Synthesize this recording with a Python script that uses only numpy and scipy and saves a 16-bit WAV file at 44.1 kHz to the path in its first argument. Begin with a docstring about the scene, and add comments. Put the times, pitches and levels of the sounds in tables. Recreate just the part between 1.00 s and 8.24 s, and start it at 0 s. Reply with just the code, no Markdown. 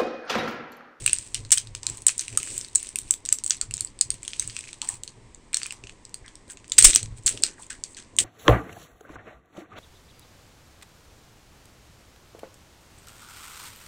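"""Two hands fold a hard plastic toy on a bed, close to a small camera with a peaky microphone.
Struck modes click and snap from the first moment, thickly for some four seconds; noise-driven modes rattle
and slide between them. Low resonances thud through the mattress, brushed cloth is band noise, and a diffuse
tail answers the snaps over faint hiss. After a quieter fifth second the hardest snaps, just before six,
overload the input and jolt the bed; sparser clicks and slides follow, and two snaps come near the end."""
import sys
import numpy as np
from scipy import signal
from scipy.fft import rfft, irfft
from scipy.io import wavfile
from scipy.ndimage import uniform_filter1d

SR = 44100
rng = np.random.default_rng(int(sys.argv[2]) if len(sys.argv) > 2 else 0)


def master(y):
    """Save y as 16-bit WAV."""
    cut = np.clip(np.atleast_2d(y).T, -1, 1)
    pcm = np.round(cut * 32767)  # scale
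    wavfile.write(sys.argv[1], SR, pcm.astype(np.int16))


def invert_db(x):
    """Field ratio 10**(x/20) for x, a level in decibels (scalar or array-like)."""
    u = np.asarray(x, float) / 20
    return 10 ** u


N = 319284

# Snaps of the joints, levels relative:
# [t/s, bright crack level/dB, body knock level/dB, pitch of the snapping part f/Hz]
SNAPS = [(.041, -23, -52, 6000), (.062, -1.5, -18, 2840), (0.077, -10, -15.5, 2540),
         (0.0956, -17.5, -20, 2700), (0.131, -4.5, -22.5, 2900), (.186, -13, -31, 5650),
         (.345, -7, -16.5, 4930), (0.352, -20.5, -24.5, 2970), (0.4498, -33, -32.5, 4130),
         (0.5064, -15.5, -23.5, 3100), (0.519, 0, -22, 5630), (0.5235, 3, -17, 5700),
         (0.5749, -6, -18, 3160), (0.5814, -7, -17.5, 5000), (.672, -29, -35.5, 4300),
         (0.75, -15, -20.5, 3670), (0.832, -27, -27, 4470), (0.8667, -9, -19, 4000), (.899, -12, -36, 6100),
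         (0.9724, -20.5, -43, 4000), (1.02, -18.5, -43, 5950), (1.0659, 1.5, -25, 5660),
         (1.0826, 2.5, -23.5, 3040), (1.0922, -14, -15.5, 2400), (1.18, -11.5, -35, 5130),
         (1.1941, -11.5, -19.5, 6500), (1.209, -11.5, -31.5, 3000), (1.212, -14.5, -30, 4760),
         (1.281, -14.5, -28.5, 2850), (1.3275, -30, -34, 2610), (1.35, -34, -38, 2600),
         (1.3736, -1, -20, 1200), (1.401, -32, -30, 2600), (1.4302, -10.5, -30, 2200),
         (1.474, -32.5, -31, 2000), (1.5787, -10, -36, 4570), (1.612, -22, -29, 5230),
         (1.647, -25, -28.5, 3950), (1.685, -25.5, -41, 3900), (1.7508, -9, -32, 5830),
         (1.7558, -0.5, -30, 4020), (1.779, -29, -37, 4000), (1.829, -14.5, -45, 5000),
         (1.87, -26.5, -33, 3460), (1.89, -20.5, -40, 6060), (1.9578, -6.5, -26, 2680),
         (1.987, -8.5, -30.5, 3520), (2.016, -22.5, -39, 6000), (2.108, 0, -26, 5760),
         (2.1388, -7.5, -30.5, 4270), (2.2524, -21.5, -28.5, 5840), (2.2598, -15, -30, 4260),
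         (2.2891, -12, -22, 6230), (2.3228, -29, -36, 2700), (2.3257, 1.5, -21, 6240),
         (2.3862, -19.5, -29.5, 5900), (2.4379, -10.5, -34, 4350), (2.443, -10.5, -50, 6000),
         (2.4627, -9.5, -30, 5900), (2.4778, -13, -40, 4200), (2.4976, -8.5, -45, 6370),
         (2.5069, -7, -9.5, 5980), (2.568, -25, -40, 4180), (2.613, -9, -19, 5280),
         (2.7103, -19, -30, 2720), (2.7392, -11, -22.5, 6340), (2.7685, -18, -38, 5000),
         (2.779, -32, -27.5, 6200), (2.797, -25, -41, 3100), (2.8075, -6.5, -24, 4260),
         (2.8478, -17, -34.5, 6130), (2.873, -33, -35, 4530), (2.99, -29.5, -36, 4100),
         (3.0103, 0, -17, 4860), (3.104, -7.5, -22, 4600), (3.1418, -20.5, -34, 4100),
         (3.231, -21.5, -39, 2430), (3.25, -25, -34, 3370), (3.2789, -12.5, -25.5, 3200),
         (3.3335, -46.5, -24.5, 3270), (3.3963, -7, -18.5, 6200), (3.424, -20, -33, 2200),
         (3.4757, -12.5, -42, 5600), (3.498, -42, -29, 4520), (3.5659, -19.5, -24, 2580),
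         (3.59, -23, -33, 2530), (3.6397, -32, -32, 2520), (3.674, -34.5, -35, 2550),
         (3.69, -41, -33.5, 2300), (3.73, -22, -31.5, 3700), (3.8171, -14.5, -21, 3570),
         (3.846, -20, -32.5, 4500), (3.889, -5.5, -33, 1800), (4.0351, -14.5, -32, 3960),
         (4.0775, -29, -28, 4220), (4.347, -35, -40.5, 7300), (4.531, -15, -32, 2520),
         (4.5368, -37, -27, 2330), (4.5435, -2.5, -16.5, 3770), (4.5694, -7.5, -17.5, 5960),
         (4.617, -51, -23, 2610), (4.632, -17, -23, 4520), (4.6594, -41, -25.5, 2420),
         (4.665, -12.5, -37, 2760), (4.7074, -26.5, -25.5, 2740), (4.7236, -13.5, -30, 1020),
         (4.8386, -61, -31.5, 2600), (4.8708, -63, -34.5, 2650), (4.8952, -57, -32, 2550),
         (5.052, -27.5, -38, 4800), (5.094, -35.5, -46, 6030), (5.143, -18, -30.5, 4900),
         (5.262, -38, -44, 5500), (5.28, -35, -32.5, 3420), (5.355, -27, -39, 5500),
         (5.48, -35.5, -49, 4000), (5.5, -27.5, -36.5, 3600), (5.52, -20.5, -56, 6030),
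         (5.572, -60, -34, 2650), (5.6439, -51, -37, 2700), (5.68, -29.5, -43, 6260),
         (5.698, -28.5, -39, 5000), (5.7196, -7, -17.5, 3760), (5.7814, -7.5, -9.5, 4870),
         (5.7878, -5, -11, 5170), (5.8242, 0, -13.5, 4650), (5.8445, 1.5, -22, 5880),
         (5.845, 12, -3.5, 5410), (5.909, -21, -16, 5740), (5.9327, -12, -16, 3850),
         (5.9412, -13, -21.5, 3800), (5.9487, -3.5, -27.5, 3340), (5.959, -17.5, -4.5, 5940),
         (5.9599, -3.5, -31, 6150), (6.0295, -12.5, -32.5, 4300), (6.235, -35, -59, 6260),
         (6.2652, -10, -28, 4330), (6.2693, -10.5, -18, 4400), (6.2794, -23, -17.5, 3400),
         (6.313, -33.5, -43, 2600), (6.3745, -27, -29, 2640), (6.423, -17, -42, 3760),
         (6.431, -36, -27.5, 4450), (6.4357, -3.5, -8, 5250), (6.465, -21.5, -31, 4000),
         (6.624, -30.5, -53.5, 5500), (6.633, -37.5, -41, 3470), (6.666, -32.5, -58, 6300),
         (6.838, -20, -23, 6650), (6.947, -37.5, -38.5, 4200), (7.1656, -18.5, -57.5, 6230),
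         (7.1861, 0.5, -9.5, 3480), (7.1902, -12, -17.5, 2980)]
# Modes of the toy's shells, damped by the fingers; the last row is no mode of the shells but adds a thin band
# near 15 kHz that sounds whenever the treble rings loudly: [f/Hz, relative level/dB, 60 dB decay t/s]
SHELL_MODES = [(1062, -25, 0.01), (1900, -24, 0.005), (2200, -15, 0.006), (2650, -10, 0.011),
               (3070, -11, 0.008), (3615, -12, 0.007), (4200, -10, 0.007), (4904, -12, 0.006),
               (5900, -11, 0.006), (7154, -18.5, 0.003), (8383, -16, 0.004), (9840, -20.5, 0.0053),
               (11800, -29, 0.00096), (14800, -9, 0.003)]
# Borders between the low, middle and bright modes: [f/Hz]
GROUP_EDGES = [3300, 6300]
# A part slips free and rattles or scuffs on, levels relative:
# [t/s, bright modes level/dB, middle and low modes level/dB, 60 dB decay t/s]
RATTLES = [(0.518, -12.5, -26.5, 0.11), (5.784, -6, -20, 0.082), (5.83, -18, -36, 0.13),
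           (5.843, -9, -20.5, 0.18), (5.96, -21.5, -61, 0.083), (6.262, -12, -42, 0.11),
           (6.7, -43.5, -43.5, 0.21), (6.968, -68, -47.5, 0.24), (7.186, -17.5, -39.5, 0.13)]
# Fingers rub over the shells, swelling and fading, levels relative:
# [middle t/s, bright modes level/dB, middle and low modes level/dB, half length t/s]
RUBS = [(0.01, -46, -52.5, 0.29), (0.932, -51, -55.5, 0.071), (1.263, -53, -57.5, 0.14),
        (1.527, -38, -49, 0.098), (1.838, -49, -54, 0.083), (2.078, -54, -61, 0.04),
        (3.473, -55, -55.5, 0.23), (3.915, -44.5, -53.5, 0.052), (5.513, -43.5, -60, 0.018),
        (5.849, -38, -44, 0.057), (6.179, -54.5, -63.5, 0.017), (6.331, -49.5, -53, 0.074),
        (6.62, -51.5, -62, 0.037), (6.897, -56, -86, 0.058)]
# Weight shifts on the bed, levels before lumps: [t/s, shake of the camera level/dB, cloth level/dB]
SHIFTS = [(.02, -40, -51), (0.398, -41, -55), (.7, -44, -61), (0.898, -46, -53), (1.35, -45.5, -50.5),
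          (1.52, -49.5, -50), (2.04, -52, -61), (2.7, -41.5, -61), (3.1, -45.5, -57), (3.45, -45, -66),
          (3.93, -53, -60), (4.2, -51, -59), (4.839, -49.5, -56), (5.22, -54.5, -61.5), (5.859, -39, -41),
          (6.058, -37, -63), (6.33, -50, -46.5), (6.409, -55.5, -49.5), (7.24, -45.5, -43.5)]
# The bed at rest, levels before lumps: [shake level/dB, cloth level/dB]
BED_AT_REST = (-64.5, -63)
# A hand or the toy scuffs the sheet: [t/s, centre f/Hz, level/dB, 60 dB decay t/s]
SCUFFS = [(.83, 990, -53.5, 1), (2.615, 1390, -47, 0.12), (3.819, 950, -41.5, 0.22),
          (3.89, 940, -46.5, 0.29), (4.72, 1010, -56, 0.56), (5.24, 1840, -50.5, 0.31),
          (5.49, 1620, -48.5, 0.14), (6.47, 1600, -51.5, 0.34), (6.578, 1600, -43, 0.06),
          (6.59, 900, -39.5, 0.068), (6.7, 1670, -39, 0.18), (6.97, 1750, -47.5, 0.19)]
# Spectral shape of the hiss: [f/Hz, relative density level/dB]
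HISS_SHAPE = [(20, 7), (110, -2.5), (300, -3), (700, -15), (1000, -7), (1400, -20), (2000, -13),
              (2800, -19), (5000, -24), (8000, -31), (16000, -34.5)]


def snaps():
    """Impulsive excitation: a brief chatter of contacts rings the shells and the part; harder ones chatter longer."""
    chatter_s, harder_s, rise_s = 0.0006, 0.0023, 0.00015
    part_cycles, part_db = 22, 0.5  # cycles in which the part fades by 60 dB
    large_part_hz, even_part_hz, lean_db_per_octave = 2200, 2795, 18.5
    spot_db, detune = 2.5, 0.056

    s, crack_db, knock_db, part_hz = np.transpose(SNAPS)[:, :, None]
    # the knock shifts from the low modes to the middle ones as the snapping part gets smaller
    lean_db = lean_db_per_octave * np.log2(np.maximum(part_hz, large_part_hz) / even_part_hz)
    middle_db = knock_db + np.minimum(lean_db, 0)
    low_db = knock_db - np.maximum(lean_db, 0)

    t = np.arange(512) / SR
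    chance = rng.standard_normal((len(s), len(SHELL_MODES) + 1, 2 + len(t)))
    push = np.exp(-(t / (chatter_s + harder_s * invert_db(crack_db))) ** 2) * np.minimum(t / rise_s, 1)

    def ring(hz, t60, chatter):
        """Convolution of a decaying mode with the contact force, peak 1."""
        mode = np.sin(2 * np.pi * hz * t) * decay(t, t60)
        y = signal.fftconvolve(mode, chatter * push, axes=1)
        return y / np.abs(y).max(axis=1, keepdims=True)

    sound = invert_db(knock_db + part_db) * ring(part_hz, part_cycles / part_hz, chance[:, -1, 2:])
    for k, (hz, db, t60) in enumerate(SHELL_MODES):
        # each contact spot favours other modes, each grip detunes them
        spot, grip = chance[:, k, :1], chance[:, k, 1:2]
        level_db = db + by_group(hz, crack_db, middle_db, low_db) + spot_db * spot
        sound = sound + invert_db(level_db) * ring(hz * (1 + detune * grip), t60, chance[:, k, 2:])

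    # the chatter begins 12 samples ahead of the listed time
    at = np.round(s * SR).astype(int) - 12 + np.arange(sound.shape[1])
    return np.bincount(at.ravel(), sound.ravel(), N + 4096)[:N]


def slide():
    """Friction: uneven tiny contacts over the smooth hiss of skin on plastic excite the shell modes."""
    contacts_per_s, spread_db, skin_db = 390.0, 4.0, -1.0
    mode_db, low_db = 10.0, 1.5
    bright, body = slide_levels()

    struck = rng.random(N) < contacts_per_s / SR
    ticks = struck * invert_db(spread_db * np.minimum(rng.exponential(size=N), 3))
    # every contact lasts 40 samples
    ticks = uniform_filter1d(ticks, size=40) * rng.standard_normal(N)
    push = unit(ticks) + invert_db(skin_db) * rng.standard_normal(N)

    sound = 0
    for hz, db, t60 in SHELL_MODES:
        level = by_group(hz, bright, body, body * invert_db(low_db))
        sound = sound + invert_db(db + mode_db) * level * band(push, hz, 5.84 / t60)
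    return sound


def slide_levels():
    """Superposition of envelopes: slips after every snap, rubs and rattles give bright and body gains."""
    slip_bright_db, slip_body_db, slip_t60_s = -43.5, -28, 0.19  # relative to crack and knock
    clock = np.arange(N) / SR
    s, crack_db, knock_db, _ = np.transpose(SNAPS)

    def slip(db):
        """Exponential decay started anew by each snap."""
        starts = np.bincount((s * SR).astype(int), invert_db(db), N)
        return signal.lfilter([1], [1, -decay(1 / SR, slip_t60_s)], starts)

    bright, body = slip(crack_db + slip_bright_db), slip(knock_db + slip_body_db)
    for middle_s, bright_db, body_db, half_s in RUBS:
        swell = np.exp(-((clock - middle_s) / half_s) ** 2)
        bright, body = bright + invert_db(bright_db) * swell, body + invert_db(body_db) * swell
    for start_s, bright_db, body_db, t60 in RATTLES:
        t = clock - start_s
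        fade = (t > 0) * decay(np.abs(t), t60)
        bright, body = bright + invert_db(bright_db) * fade, body + invert_db(body_db) * fade
    return bright, body


def by_group(hz, bright, middle, low):
    """Modal grouping: choose the level that belongs to the frequency range of a mode."""
    return (low, middle, bright)[np.searchsorted(GROUP_EDGES, hz)]


def room(x):
    """Reverberation: walls answer after a short gap with a quickly fading, diffuse tail."""
    t60_s, level_db, gap_s = 0.12, -12, 0.0067
    t = np.arange(SR // 4) / SR
    tail = rng.standard_normal(len(t)) * decay(t, t60_s) * np.clip(t / gap_s, 0, 1) ** 3
    tail = tail / np.sqrt(np.sum(tail ** 2))
    return invert_db(level_db) * signal.fftconvolve(x, tail)[:N]


def bed():
    """Forced resonance: pushes on the mattress rock the camera and ring its support; the sheet rustles low."""
    jolt_s, jolt_db, jolt_width_s = 5.871, -14.5, 0.016
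    shake_db, cloth_db = shifting()
    # the pushes come in lumps, felt most in the rocking
    lumps = unit(band(rng.standard_normal(N), 14.0, 7.3))
    rocking_db = 0.8 * shake_db - 12.0 + 4.47 * lumps
    support_db = shake_db + 2.1 * lumps
    rustle_db = cloth_db + 2.8 * lumps

    # the biggest snap jolts the mattress once
    t = (np.arange(N) / SR - jolt_s) / jolt_width_s
    sound = invert_db(jolt_db) * (2 * t ** 2 - 1) * np.exp(-t ** 2)
    # level/dB, f/Hz, width of each resonance f/Hz
    for db, hz, width_hz in [(rocking_db, 28., 40.), (support_db, 108., 30.), (rustle_db, 310., 330.)]:
        sound = sound + invert_db(db) * noise_band(hz, width_hz)
    return sound


def shifting():
    """Build-up and relaxation: shake and cloth levels rise fast with each shift and settle slowly to rest."""
    rise_db_per_s, fall_db_per_s = 157, 84
    s, *levels = np.transpose(SHIFTS)[:, :, None]
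    t = np.arange(N) / SR - s
    below_db = np.where(t < 0, -t * rise_db_per_s, t * fall_db_per_s)
    return [np.maximum((db - below_db).max(axis=0), rest_db) for db, rest_db in zip(levels, BED_AT_REST)]


def scuffs():
    """Friction noise: short dull brushes on cloth, each a decaying noise band with its own colour."""
    attack_s, width = 0.0079, 0.39  # width of each resonance as a share of its centre
    out = 0
    for s, hz, db, t60 in SCUFFS:
        t = np.maximum(np.arange(N) / SR - s, 0)
        envelope = np.minimum(t / attack_s, 1) * decay(t, t60)
        out = out + invert_db(db) * envelope * noise_band(hz, hz * width)
    return out


def hiss():
    """Stationary noise: a shaped spectrum gives the steady room and circuit hiss."""
    level_db = -56
    hz, db = np.transpose(HISS_SHAPE)
    f = np.maximum(np.fft.rfftfreq(N, 1 / SR), 1)
    shape = invert_db(np.interp(np.log(f), np.log(hz), db))
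    return invert_db(level_db) * unit(irfft(rfft(rng.standard_normal(N)) * shape, N))


def unit(x):
    """Normalisation to rms 1."""
    return x / np.sqrt(np.mean(x ** 2))


def decay(t, t60):
    """Exponential damping: 60 dB lost in t60 seconds."""
    return np.exp(-np.log(1000) * t / t60)


def band(x, hz, width_hz):
    """Resonance with gain 1 at its centre."""
    return signal.lfilter(*signal.iirpeak(hz, hz / width_hz, fs=SR), x)


def noise_band(hz, width_hz):
    """Resonances in cascade: white noise passed twice through one resonance, rms 1."""
    return unit(band(band(rng.standard_normal(N), hz, width_hz), hz, width_hz))


def scene():
    """Superposition of toy, its echo, bed, scuffs and hiss; so small an object radiates little bass."""
    clicks = snaps()
    radiation = signal.butter(3, 1350, "high", fs=SR, output="sos")
    toy = signal.sosfilt(radiation, clicks + room(clicks) + slide())
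    return (toy + bed() + scuffs() + hiss())[None]


def band_limit(x):
    """A steep low-pass at the top of the band."""
    return signal.sosfilt(signal.butter(12, 16290, fs=SR, output="sos"), x)


def record(dry):
    """Cavity resonance: the microphone's port rings in the treble and dulls what lies above; the input clips."""
    port_hz, port_q = 8183, 6.32
    dip_hz, dip_width_hz = 12640, 5000.0
    limit, top_hz = 0.93, 15900
    # prewarped, so that the digital resonance keeps its frequency
    w = SR * 2 * np.tan(np.pi * port_hz / SR)
    heard = signal.lfilter(*signal.bilinear([w ** 2], [1, w / port_q, w ** 2], SR), dry)
    heard = heard - 0.7 * band(heard, dip_hz, dip_width_hz)
    clipped = np.clip(heard, -limit, limit)
    mix = signal.sosfilt(signal.butter(8, top_hz, fs=SR, output="sos"), clipped)
    return band_limit(mix)


dry = scene()
out = record(dry)
master(out)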